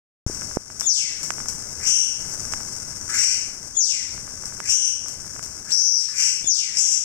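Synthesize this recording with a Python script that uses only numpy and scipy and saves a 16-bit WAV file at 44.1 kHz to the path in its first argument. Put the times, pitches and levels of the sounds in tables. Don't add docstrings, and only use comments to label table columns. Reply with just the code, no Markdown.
import sys
import numpy as np
from scipy import signal
from scipy.fft import rfft, irfft
from scipy.io import wavfile
from scipy.ndimage import uniform_filter1d

SR = 44100
rng = np.random.default_rng(int(sys.argv[2]) if len(sys.argv) > 2 else 0)


def unload_audio(sound):
    columns = np.transpose(np.atleast_2d(sound))
    steps = np.round(np.clip(columns, -1, 1) * 32767)
    wavfile.write(sys.argv[1], SR, steps.astype(np.int16))


N = 310464
TIME = np.arange(N) / SR
CALL_TIME = TIME[:SR // 2]
FREQS = np.fft.rfftfreq(4096, 1 / SR)
RELEASE_DB_PER_S = 363


# (harmonic number, relative level [dB])
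MEMBRANE_PARTIALS = [(1, -1), (2, -5), (3, -9), (4, -15), (5, -14)]

def membrane(hz, db, rough, trill, lift_db, trill_hz=190, rasp_hz=620, beak_hz=12500):
    count = len(hz)
    swing = np.sin(phase_of(trill_hz * (1 + .2044 * wander(count, 44.16))))
    jitter = .0974 * rough * wander(count, 420)
    phase = phase_of(hz * (1 + trill * swing + jitter))
    tone = np.zeros(count)
    for k, level_db in MEMBRANE_PARTIALS:
        beak_lowpass = (k * hz < SR / 2) / (1 + (k * hz / beak_hz) ** 8)
        tone += undb(level_db + lift_db * (k > 1)) * beak_lowpass * np.sin(k * phase)
    doubling = np.clip((hz - 6700) / 400, 0, 1) * undb(-22 - .76 * (db - 8))
    subharmonic = doubling * (np.sin(phase / 2) + .25 * np.sin(1.5 * phase))
    rasp = .5 * rough * np.sin(phase_of(rasp_hz * (1 + .127 * wander(count, 132))))
    effort = undb(db + 4 * rough * wander(count, 67))
    puffs = undb(-8) * rough * (1 + swing) * rng.standard_normal(count)
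    return (tone * (1 + rasp) + subharmonic + puffs) * effort * signal.windows.tukey(count, .01)


# (time of top [s], top pitch [Hz], relative level [dB], attack [s], overtone lift [dB])
WHISTLE_CALLS = [(.843, 7150, -15.5, 0.038, -1), (3.761, 6993, -16, 0.0139, 0),
                 (6.453, 7073, -18, 0.03, -2.5)]

def whistle(t, top_hz, db, attack_s, lift_db, landing_hz=1446, fall_s=.087, hold_s=.11, release_s=.27):
    height = 1 / (1 + (np.abs(t) / fall_s) ** 2.4)
    hz = landing_hz + (top_hz - landing_hz) * height - 250 * ramp(-t, -t[0])
    soft = 1 - ramp(t, attack_s)
    fade_db = 151 * np.maximum(t - hold_s, 0) + RELEASE_DB_PER_S * np.maximum(t - release_s, 0)
    rough = .035 + .271 * soft + .414 * (1 - height)
    return membrane(hz, db - 28.5 * soft - fade_db, rough, trill=0, lift_db=lift_db - 11 * height)


# (time [s], rise [s], hold [s], held pitch [Hz], relative opening level [dB],
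# relative held level [dB], held roughness [0-1], trill depth [share of pitch], overtone lift [dB])
SCREECH_CALLS = [ (1.799, 0.083, 0.14, 2980, -40.5, -22, .5, 0.035, 0.5),
                 (3.089, 0.15, 0.073, 2581, -33, -23.5, 0.54, 0.17, 1),
                 (4.624, .1, .125, 3027, -42, -20, 0.44, 0.037, 1),
                 (6.085, .125, .045, 2756, -40, -20, 0.77, 0.1, 0),
                 (6.72, 0.083, 0.11, 3205, -42.5, -28.5, 0.94, 0.076, 7), ]

def screech(rise_s, hold_s, held_hz, opening_db, held_db, held_rough, trill, lift_db):
    opening_share, settle_s, sag_per_s = .64, .0504, 1.8
    effort = ramp(CALL_TIME, rise_s)
    released_s = np.maximum(CALL_TIME - rise_s - hold_s, 0)
    hz = held_hz * (opening_share + (1 - opening_share) * effort) * np.exp(-sag_per_s * released_s)
    first_puff_db = 6.5 * np.exp(-CALL_TIME / .019)
    db = opening_db + (held_db - opening_db) * effort + first_puff_db - RELEASE_DB_PER_S * released_s
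    rough = 1 + (held_rough - 1) * ramp(CALL_TIME - rise_s, settle_s)
    return membrane(hz, db, rough, trill, lift_db - 7 * (1 - effort))


# (time [s], pitch [Hz], relative level [dB], roughness [0-1])
SCREAM_CONTOUR = [(5.655, 1375, -41, 0.33), (5.689, 1904, -36.5, 0.87), (5.724, 5200, -18, 0.61),
                  (5.86, 5800, -18.5, 0.28), (5.929, 5607, -19, 0.18), (5.975, 5136, -19.5, 0.52),
                  (6.03, 2780, -30, 0.83)]

def scream():
    times, *columns = np.transpose(SCREAM_CONTOUR)
    t = times[0] + CALL_TIME
    hz, db, rough = (np.interp(t, times, column) for column in columns)
    fade_db = RELEASE_DB_PER_S * np.maximum(t - times[-1], 0)
    return membrane(hz, db - fade_db, rough, trill=.089, lift_db=-5.5)


def birds(lead_s=.028, throat_hz=7500, width_hz=650):
    calls = np.zeros(N)
    for s, *row in WHISTLE_CALLS:
        add(calls, s - lead_s, whistle(CALL_TIME - lead_s, *row))
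    for s, *row in SCREECH_CALLS:
        add(calls, s, screech(*row))
    add(calls, SCREAM_CONTOUR[0][0], scream())
    calls = butterworth(calls, 3, 1500, "high")
    throat = undb(3.5 * resonance(throat_hz, width_hz))
    return undb(1) * shaft(colour(calls, throat))


def shaft(x, t60_s=.58, build_s=.0054, treble_damping=1.32, reflections=12):
    t = TIME[:int(1.5 * SR)]
    noise = diffuse(len(t), .9)
    fade_db = -60 * t / t60_s
    low = butterworth(noise, 2, 5000, "low") * undb(fade_db)
    high = butterworth(noise, 2, 5000, "high") * undb(fade_db * treble_damping)
    tail = (low - high) * (1 - np.exp(-t / build_s))
    response = undb(-1) * unit(tail) / np.sqrt(len(t))
    delays = (rng.uniform(.003, .049, reflections) * SR).astype(int)
    response[:, delays] += undb(-8) * rng.choice([-1, 1], reflections) / np.sqrt(reflections)
    response[:, 0] += undb(-5)
    return signal.fftconvolve(x[None], response, axes=1)[:, :N]


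# (time [s], relative level [dB], spray relative to burst [dB])
ROCK_DROPS = [(0.5, -28, -26), (0.551, -20, -21), (0.798, -17.5, -12.5), (0.809, -13.5, -16),
              (1.2306, -22.5, -3), (1.485, -13.5, -13.5), (2.2947, -32.5, 1), (4.4562, -19.5, -15.5),
              (4.597, -26, -25), (5.0837, -15, -17), (5.4276, -28, -3)]

def splashes(burst_s=.00059, spray_s=.046):
    out, t = np.zeros((2, N)), TIME[:SR // 6]
    for s, db, spray_db in ROCK_DROPS:
        envelope = np.exp(-t / burst_s) + undb(spray_db) * np.exp(-t / spray_s)
        add(out, s, undb(db - 4) * envelope * diffuse(len(t), .86))
    return butterworth(out, 1, 1800, "high")


# (time [s], relative level [dB])
CASE_DROPS = [(0.419, -26), (0.512, -28.5), (0.701, -27), (0.816, -25), (1.3045, -18), (1.382, -25.5),
              (1.402, -25.5), (1.458, -27), (2.536, -19.5), (2.605, -28), (4.178, -28.5), (4.277, -29.5),
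              (4.436, -29), (4.523, -30.5), (4.602, -22), (5.06, -28), (5.362, -28), (5.393, -26)]

def taps(ring_hz=1600, ring_s=.0003, crack_s=.00003, light_count=30):
    out, t = np.zeros(N), TIME[:SR // 50]
    light_times = rng.uniform(0, TIME[-len(t)], light_count)
    light_db = -39.5 - 2.5 * rng.standard_normal(light_count)
    swing = np.sin(2 * np.pi * ring_hz * t) * np.exp(-t / ring_s)
    for s, db in [*CASE_DROPS, *zip(light_times, light_db)]:
        crack = np.exp(-t / crack_s) * undb(min(db + 33, 17))
        add(out, s + .0008, -undb(db + 13) * (swing + crack))
    out = butterworth(out, 1, 1800, "high")
    return np.array([undb(-30) * out, out])


# (time [s], relative level [dB], pitch [Hz], decay [s], left minus right [dB])
THUMP_AND_KNOCKS = [(0.2644, -3, 89, 0.0028, 6.5), (0.298, -18, 380, 0.002, 4.5),
                    (0.5708, 4.5, 384, 0.00064, -11.5), (6.444, -24.5, 151, 0.0012, -13)]

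def thump_and_knocks():
    out, t = np.zeros((2, N)), TIME[:SR // 10]
    for s, db, hz, decay_s, pan_db in THUMP_AND_KNOCKS:
        sides = undb(db + np.array([[pan_db], [-pan_db]]) / 2)
        add(out, s, -sides * np.sin(2 * np.pi * hz * t) * np.exp(-t / decay_s))
    return out


# (time [s], gain [dB])
WATER_FLOW = [(.26, 4.5), (.8, -5), (1.4, 1.5), (2.0, 0), (2.5, 3), (3.0, 0.5), (3.6, -3), (4.3, -1),
              (5.1, -1), (5.6, -2.5), (7.0, -8.5)]
# (frequency [Hz], gain [dB])
ROAR_SPECTRUM = [(25, -10), (70, 17.5), (160, 13), (300, 6.5), (600, 1.5), (1200, -3.5), (3000, -1.5),
                 (6000, -0.5), (10000, -1), (15000, -4)]

def water(drops_per_s=600, smear_s=.0014, draught_hz=70):
    hiss = diffuse(N, .38) * undb(1.38 * wander(N, 28))
    roar = np.array([colour(side, undb(spectrum(ROAR_SPECTRUM))) for side in hiss])
    arrivals = rng.random(N) < drops_per_s / SR
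    strengths = undb(2.6 * np.minimum(rng.exponential(size=N), 6))
    drops = arrivals * strengths * rng.choice([-1, 1], N)
    t = TIME[:SR // 50]
    splat = diffuse(len(t), .79) * np.exp(-t / smear_s)
    patter = unit(signal.fftconvolve(drops[None], splat, axes=1)[:, :N])
    draught = np.array([wander(N, draught_hz) for _ in range(2)]) * undb(1.5 * wander(N, 8.6))
    flow = undb(np.interp(TIME, *np.transpose(WATER_FLOW)))
    return flow * (undb(-40) * roar + undb(-44) * patter + undb(-49) * draught)


# (frequency [Hz], gain [dB])
LEFT_RESPONSE = [(400, 0), (1500, -1), (2200, -3), (2900, -4), (3450, -7), (4100, -6), (4550, 7),
                 (5200, 17), (5700, 19.5), (6800, 13.5), (8200, 13.5), (9000, 4), (10000, 0), (12000, -2.5),
                 (15500, -12)]
# (frequency [Hz], half-width [Hz], depth [0-1])
CASE_NOTCHES = [(1860, 45.5, 0.94), (4836, 127, 0.79)]
# (frequency [Hz], level [dB])
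LEFT_EXCESS = [(100, 0), (400, -2), (1500, -4.5), (2200, -3), (2900, 0), (3600, 6), (4300, 13), (4900, 19),
               (5800, 19), (7000, 14.5), (8200, 13.5), (9500, 20), (12000, 19), (15000, 13)]
# (frequency [Hz], phase [rad])
RIGHT_PHASE_LAG = [(100, 0), (1450, .2), (1900, .8), (2450, 2.5), (3200, 3), (4650, 2.8), (5900, 2),
                   (8300, 2.9), (13000, 3.7)]

def waterproof_case(x):
    notches = [1 - depth * resonance(hz, width_hz) for hz, width_hz, depth in CASE_NOTCHES]
    left_gain = np.prod(notches, axis=0) * undb(spectrum(LEFT_RESPONSE))
    right_over_left = undb(-spectrum(LEFT_EXCESS)) * np.exp(-1j * spectrum(RIGHT_PHASE_LAG))
    return np.array([colour(x[0], left_gain), colour(x[1], left_gain, right_over_left)])


def gain_control(x, threshold_db=-13, window_s=.005, recover_db_per_s=45):
    power = uniform_filter1d(np.max(x ** 2, axis=0), int(window_s * SR))
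    over_db = np.maximum(10 * np.log10(np.abs(power) + 1e-12) - threshold_db, 0)
    recovery_db = recover_db_per_s * TIME
    held_db = np.maximum.accumulate(over_db + recovery_db) - recovery_db
    return x * undb(-uniform_filter1d(held_db, size=128))


def undb(db):
    return 10 ** (np.asarray(db) / 20)


def unit(x):
    return x / np.sqrt(np.mean(x ** 2))


def add(out, start_s, x):
    i = int(start_s * SR)
    out[..., i:i + x.shape[-1]] += x[..., :out.shape[-1] - i]


def ramp(t, length_s):
    return np.sin(np.pi / 2 * np.clip(t / length_s, 0, 1)) ** 2


def phase_of(hz):
    return 2 * np.pi * np.cumsum(hz) / SR


def wander(count, hz):
    f = np.fft.rfftfreq(count, 1 / SR)
    return unit(irfft(rfft(rng.standard_normal(count)) / (1 + (f / hz) ** 4), count))


def diffuse(count, apart):
    return unit(rng.standard_normal(count) + apart * rng.standard_normal((2, count)))


def resonance(hz, width_hz):
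    return 1 / (1 + ((FREQS - hz) / width_hz) ** 2)


def spectrum(points):
    hz, value = np.transpose(points)
    return np.interp(np.log(FREQS + 1), np.log(hz), value)


def butterworth(x, order, hz, kind):
    return signal.sosfilt(signal.butter(order, hz, kind, fs=SR, output="sos"), x)


def colour(x, gain, extra_response=1, size=4096):
    cepstrum = irfft(np.log(gain))
    cepstrum[1:size // 2] *= 2
    cepstrum[size // 2 + 1:] = 0
    response = np.roll(irfft(np.exp(rfft(cepstrum)) * extra_response), size // 2)
    return signal.fftconvolve(x, response)[size // 2:size // 2 + N]


def scene():
    return birds() + water() + splashes() + taps() + thump_and_knocks()


def record(dry):
    switch_on_s, top_hz = .2645, 15800
    sound = waterproof_case(dry) * (TIME > switch_on_s)
    sound = np.clip(gain_control(sound), -1, 1)
    return signal.sosfilt(signal.ellip(8, .2, 70, top_hz, fs=SR, output="sos"), sound)


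dry = scene()
out = record(dry)
unload_audio(out)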